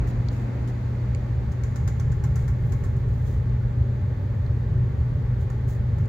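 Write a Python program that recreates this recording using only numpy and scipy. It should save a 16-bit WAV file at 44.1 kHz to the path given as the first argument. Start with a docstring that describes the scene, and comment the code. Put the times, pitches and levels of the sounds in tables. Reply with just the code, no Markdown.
"""Gas furnace with a loose duct panel

Indoors, close to a running blower: the motor hums, turbulent air drums on the metal walls and rushes
through the duct, with a few small ticks. In two seconds the microphone moves from the cabinet up to the
sheet-metal duct, where a loose panel rattles about eight times a second until a hand presses it still.
Near the end the hand slides off and the panel rattles twice more."""
import sys
import numpy as np
from scipy import signal
from scipy.fft import rfft, irfft
from scipy.io import wavfile
from scipy.ndimage import uniform_filter1d

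SR = 44100
rng = np.random.default_rng(int(sys.argv[2]) if len(sys.argv) > 2 else 0)


def dump_mix(stems):
    """Bounce the given channels to the path in sys.argv[1] as a 16-bit WAV at rate SR."""
    frames = np.atleast_2d(stems).T  # one column per channel
    limited = np.clip(frames, -1, 1)  # hard clip at full scale
    pcm = np.round(limited * 32767).astype(np.int16)
    wavfile.write(sys.argv[1], SR, pcm)


N = 268348
TIME = np.arange(N) / SR
LEAN_LEFT_DB = [[.35], [-.35]]
# the microphone's path: (time [s], position [0 at the cabinet, 1 at the duct])
MIC_PATH = [(0, 0.05), (.55, 0.12), (1.05, 0.35), (1.6, 0.76), (2, 1)]


def gain_of(db):
    """Decibels to amplitude."""
    return 10 ** (np.asarray(db) / 20)


def unit_rms(x):
    """Scales to unit rms."""
    return x / np.sqrt(np.mean(x ** 2) + 1e-20)


def spectrum_at(points, hz):
    """Reads a spectrum on a log-frequency axis."""
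    f, value = np.transpose(points)
    return np.interp(np.log(hz + 1), np.log(f + 1), value)


def curve(rows):
    """A (time, value) table at every sample."""
    return np.interp(TIME, *np.transpose(rows))


def add(mix, start_s, sound):
    """Mixes a stereo sound in at start_s."""
    part = mix[:, max(round(start_s * SR), 0):][:, :sound.shape[1]]
    part += sound[:, :part.shape[1]]


def noise(colour, size=N):
    """Stereo noise whose spectrum is colour(hz) in dB; the bass reaches both sides alike."""
    # likeness of left and right at the microphone: (frequency [Hz], correlation [0-1])
    likeness = [(100, 0.99), (170, 0.92), (260, 0.78), (420, 0.84), (520, .35), (690, .08), (850, .28),
                (1100, .12), (1700, 0.42), (2100, 0.57), (2600, 0), (5000, 0.19), (7500, .25), (9500, 0.95),
                (15000, .3)]
    hz = np.fft.rfftfreq(size, 1 / SR)
    mid, side = rfft(rng.standard_normal((2, size)))
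    same = spectrum_at(likeness, hz)
    side *= np.sqrt((1 - same) / (1 + same))
    x = irfft(np.array([mid + side, mid - side]) * gain_of(colour(hz)), size)
    return x / np.sqrt(np.mean(x.mean(0) ** 2))


def resonance(centre_hz, octaves, size):
    """Noise gathered round one resonance."""
    return noise(lambda hz: -20 * np.log10(1 + (np.log2((hz + 1) / centre_hz) / octaves) ** 2), size)


def steadied(x, span_s):
    """Evens out swells slower than span_s."""
    return x / np.sqrt(uniform_filter1d(x.mean(0) ** 2, max(int(span_s * SR), 2)) + 1e-9)


def wander(slow_hz, fast_hz, count):
    """A random waver of unit rms, summed from slow sines."""
    rates = np.geomspace(slow_hz, fast_hz, count)
    return unit_rms(sum(np.sin(2 * np.pi * (hz * TIME + rng.random())) for hz in rates))


def grain(size, span_samples):
    """Fine random roughness of unit rms."""
    return unit_rms(uniform_filter1d(rng.standard_normal(size), span_samples))


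def along_path(cabinet, duct):
    """Blends what is heard at the two places as the microphone travels."""
    place = curve(MIC_PATH)
    return np.sqrt(1 - place) * cabinet + np.sqrt(place) * duct


def motor_hum(hum_hz=120, level_db=-23.5, midway_db=-0.7, waver_db=0.9, lag_rad=1.32):
    """The motor hums at twice the mains frequency; the wave is weaker midway and lags at the duct."""
    place = curve(MIC_PATH)
    db = level_db + midway_db * np.sin(np.pi * place) + waver_db * wander(.7, 8, count=12)
    wave = np.sin(2 * np.pi * hum_hz * TIME - lag_rad * place)
    return gain_of(db) * wave * gain_of(LEAN_LEFT_DB)


def wall_rumble(buffet_db=1.1):
    """Turbulent air makes the big metal walls drum in random surges."""
    # rumble beside the cabinet and at the duct: (frequency [Hz], level [dB])
    cabinet_spectrum = [(12, -30), (26, -23), (36, -15), (44, -7), (57, -1), (70, 0), (79, -6), (95, -1),
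                        (108, -13), (135, -12), (170, -22), (420, -120)]
    duct_spectrum = [(12, -33), (22, -32), (33, -14), (38, -16), (52, -5.5), (68, -1.5), (80, -4.5),
                     (98, 0), (111, -11), (129, -7), (155, -11), (175, -22), (400, -120)]
    # slow swells of the rumble: (time [s], level [dB])
    swells = [(0, -22), (.35, -29.5), (.95, -30), (1.3, -25.5), (1.7, -27), (2.05, -22.5), (2.5, -23.5),
              (3.4, -24), (4.3, -25.5), (4.7, -23), (5.7, -26.5), (6.08, -22)]
    cabinet = steadied(noise(lambda hz: spectrum_at(cabinet_spectrum, hz)), span_s=0.18)
    duct = steadied(noise(lambda hz: spectrum_at(duct_spectrum, hz)), span_s=0.18)
    return along_path(cabinet, duct) * gain_of(curve(swells) + buffet_db * wander(2, 8, count=20))


def air_rush(duct_db=-39.5):
    """Air rushes through the cabinet and excites the resonances of the duct."""
    # the rush beside the cabinet and at the duct: (frequency [Hz], level [dB])
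    cabinet_spectrum = [(90, -32), (150, -4), (210, 1), (300, -8), (400, -11), (520, -12.5), (660, -18.5),
                        (830, -19.5), (1150, -24), (1500, -25.5), (2050, -25.5), (2700, -36), (4000, -65)]
    duct_spectrum = [(130, -42.5), (180, -0.5), (225, -0.5), (255, -6.5), (305, -14.5), (375, -7),
                     (560, -13.5), (680, -21.5), (850, -18), (1000, -22.5), (1400, -24), (1850, -23),
                     (2250, -29), (2800, -39), (4000, -69)]
    # its strength beside the cabinet: (time [s], level [dB])
    cabinet_level = [(0, -34), (.2, -37), (.5, -35.5), (.85, -37.5), (1.2, -37.5)]
    # air resonances inside the duct: (frequency [Hz], width [Hz], lift [dB])
    duct_modes = [(194, 140, 1.5), (284, 31, 7), (355, 42, 0), (383, 18, 4), (449, 5.6, 2.5), (428, 22, 2),
                  (480, 12, 1.5), (584, 21, 8.5), (779, 14, 4), (844, 12, 6), (1117, 55, 3.5),
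                  (1780, 190, 0.5), (2143, 19, 0.5)]

    def duct_colour(hz):
        peaks = sum(db / (1 + (2 * (hz - f) / width) ** 2) for f, width, db in duct_modes)
        return spectrum_at(duct_spectrum, hz) + peaks

    cabinet = gain_of(curve(cabinet_level)) * noise(lambda hz: spectrum_at(cabinet_spectrum, hz))
    return along_path(cabinet, gain_of(duct_db) * noise(duct_colour))


def seam_hiss(cabinet_db=-62.5, duct_db=-64.5, lift_db=3):
    """Air hisses at the seams, more brightly beside the cabinet."""
    # the hiss: (frequency [Hz], level [dB])
    spectrum = [(1500, -25), (2500, -2), (3100, 3), (4700, 0), (4950, -4), (7000, -12.5), (10000, -11),
                (15800, -10)]
    lift = [(3200, 0), (4500, lift_db), (7500, lift_db), (13000, 0)]
    cabinet = gain_of(cabinet_db) * noise(lambda hz: spectrum_at(spectrum, hz) + spectrum_at(lift, hz))
    duct = gain_of(duct_db) * noise(lambda hz: spectrum_at(spectrum, hz))
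    return along_path(cabinet, duct) * gain_of(LEAN_LEFT_DB)


def hand_brushes(grain_db=2, pivot_hz=7000):
    """Skin and sleeve brush near the metal in short strokes of grainy friction."""
    # strokes: (start [s], rise [s], fall [s], level [dB], tilt [dB per octave])
    strokes = [(.071, 0.0028, 0.055, -55.5, 2), (.31, 0.0083, 0.2, -61.5, 1),
               (0.673, .004, 0.045, -55, -0.5), (2.37, 0.032, .1, -60, 2.5), (2.56, 0.091, 0.35, -64, 7.5),
               (2.85, 0.43, 0.17, -65.5, 6), (3.24, .03, 0.16, -60, 2.5), (5.395, .02, 0.047, -60, 5),
               (5.668, 0.025, 0.1, -53, 7)]
    # rubbing skin: (frequency [Hz], level [dB])
    skin = [(1500, -3.5), (3500, 3), (6800, -2.5), (10000, -4), (16000, -5.5)]
    out, t = np.zeros((2, N)), np.arange(SR // 2) / SR
    for start, rise, fall, db, tilt in strokes:
        rub = noise(lambda hz: spectrum_at(skin, hz) + tilt * np.log2(hz / pivot_hz + .1), len(t))
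        envelope = np.interp(t, [0, rise, rise + fall], [0, 1, 0])
        add(out, start, rub * envelope * gain_of(db + grain_db * grain(len(t), span_samples=150)))
    return out


def snaps(events, modes, tail_db=-22, tail_t60=0.16):
    """Tiny snaps ring briefly in a few broad resonances and leave a faint tail."""
    out, t = np.zeros((2, N)), np.arange(SR // 10) / SR
    for start, db in events:
        for centre_hz, mode_db, t60, octaves in modes:
            decay = gain_of(-60 * t / t60) + gain_of(tail_db - 60 * t / tail_t60)
            ring = steadied(resonance(centre_hz, octaves, len(t)), t60 / 2)
            add(out, start, gain_of(db + mode_db) * decay * ring)
    return out


def metal_ticks():
    """Thin metallic ticks, all ringing on one note."""
    # ticks: (time [s], level [dB])
    ticks = [(.1127, -55), (.286, -41.5), (3.4956, -57), (4.464, -52.5)]
    # their ring: (frequency [Hz], level [dB], t60 [s], width [octaves])
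    modes = [(4290, -0.5, 0.02, .11), (5500, -18, .008, .5)]
    return snaps(ticks, modes)


def dry_clicks():
    """Two small dry clicks, ringing lower than the ticks."""
    # clicks: (time [s], level [dB])
    clicks = [(1.1485, -50.5), (6.057, -62)]
    # their ring: (frequency [Hz], level [dB], t60 [s], width [octaves])
    modes = [(2290, 6.5, 0.022, 0.093), (4570, 1, 0.016, .08), (7500, -1, .018, .25)]
    return snaps(clicks, modes)


def mode_cluster(t, centre_hz, db, t60, octaves=0.059):
    """A group of close modes, beating as they die away."""
    return gain_of(db - 60 * t / t60) * resonance(centre_hz, octaves, len(t))


def panel_rattle(chatter_db=1.0, rise_s=0.00044, grain_db=1.5, room_db=-14.0, room_t60=0.49):
    """Each shake sets the panel edge chattering on its seam; the sheet rings on and the room trails it."""
    # shakes of the loose panel: (time [s], level [dB], t60 [s])
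    shakes = [(1.5182, -56, 0.082), (1.635, -47, 0.047), (1.7584, -46.5, .065), (1.876, -44.5, 0.074),
              (1.9971, -48, .06), (2.1177, -53, 0.079), (2.238, -47.5, .08), (2.3565, -48.5, .1),
              (2.479, -49, 0.072), (2.721, -49, 0.1), (2.838, -53, 0.14), (2.9651, -59.5, .07),
              (3.082, -64, 0.076), (5.5005, -53.5, 0.044), (5.983, -56.5, 0.041)]
    # tiny contacts of the metal edge: (frequency [Hz], level [dB])
    spectrum = [(500, -22), (1300, 3), (2200, 2), (3000, -4), (3900, -2), (5400, 1), (7000, -1.5),
                (9000, -3), (12000, -4.5), (16000, -6)]
    # clang of the broad sheet, singing of its stiff edge: (frequency [Hz], level [dB], t60 [s])
    sheet_modes = [(798, 1.5, 0.15), (1077, 2, 0.17), (1353, 1, 0.25), (1560, -1, 0.19), (1764, 2.5, 0.14),
                   (2154, -7, 0.86)]
    edge_mode = (6880, -23, .6)
    turn_s = (2.145, 2.295)  # the microphone comes round to face the seam
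    out, t = np.zeros((2, N)), np.arange(SR // 2) / SR
    attack = 1 - np.exp(-t / rise_s)
    room_tail = gain_of(room_db - 60 * t / room_t60)
    for start, db, t60 in shakes:
        # facing the seam: brighter chatter, more clang, less singing
        treble = [(7000, 0), (10000, np.interp(start, turn_s, [-2, 2]))]
        clang_db = np.interp(start, turn_s, [-7, -3.5])
        singing_db = np.interp(start, turn_s, [-3.5, -10])
        contacts = unit_rms(gain_of(grain_db * grain(len(t), span_samples=20)))
        decay = np.hypot(contacts * gain_of(-60 * t / t60), room_tail)
        chatter = decay * noise(lambda hz: spectrum_at(spectrum, hz) + spectrum_at(treble, hz), len(t))
        clang = gain_of(clang_db) * sum(mode_cluster(t, *mode) for mode in sheet_modes)
        singing = gain_of(singing_db) * mode_cluster(t, *edge_mode)
        add(out, start, gain_of(db) * attack * (gain_of(chatter_db) * chatter + clang + singing))
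    return out


def wall_reflections(x, echo_db=-16, count=14, low_cut_hz=700):
    """Nearby metal walls return the treble within milliseconds, rippling its spectrum."""
    taps = np.zeros(SR // 60)
    taps[rng.integers(SR // 500, len(taps), count)] = rng.choice([-1., 1.], count) / np.sqrt(count)
    taps = signal.sosfilt(signal.butter(2, low_cut_hz, "high", fs=SR, output="sos"), taps)
    return x + gain_of(echo_db) * signal.oaconvolve(x, taps[None], axes=1)[:, :N]


def scene():
    """The running furnace and its small metal noises, from close by."""
    drone = motor_hum() + wall_rumble()
    air_and_panel = air_rush() + seam_hiss() + panel_rattle() + hand_brushes()
    return drone + wall_reflections(air_and_panel) + metal_ticks() + dry_clicks()


def record(dry, band_limit_hz=15830):
    """The microphone's uneven treble, then a steep band limit."""
    # microphone response: (frequency [Hz], gain [dB])
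    response = [(5000, -0.5), (5600, 0), (6800, 7.5), (7600, 1.5), (8600, -6), (10000, -3), (11700, -8),
                (14000, -1), (15800, -4.5)]
    hz = np.fft.rfftfreq(N, 1 / SR)
    coloured = irfft(rfft(dry) * gain_of(spectrum_at(response, hz)), N)
    low_pass = signal.firwin(1023, band_limit_hz, window=("kaiser", 9), fs=SR)
    return signal.oaconvolve(coloured, low_pass[None], "same")


dry = scene()
out = record(dry)
dump_mix(out)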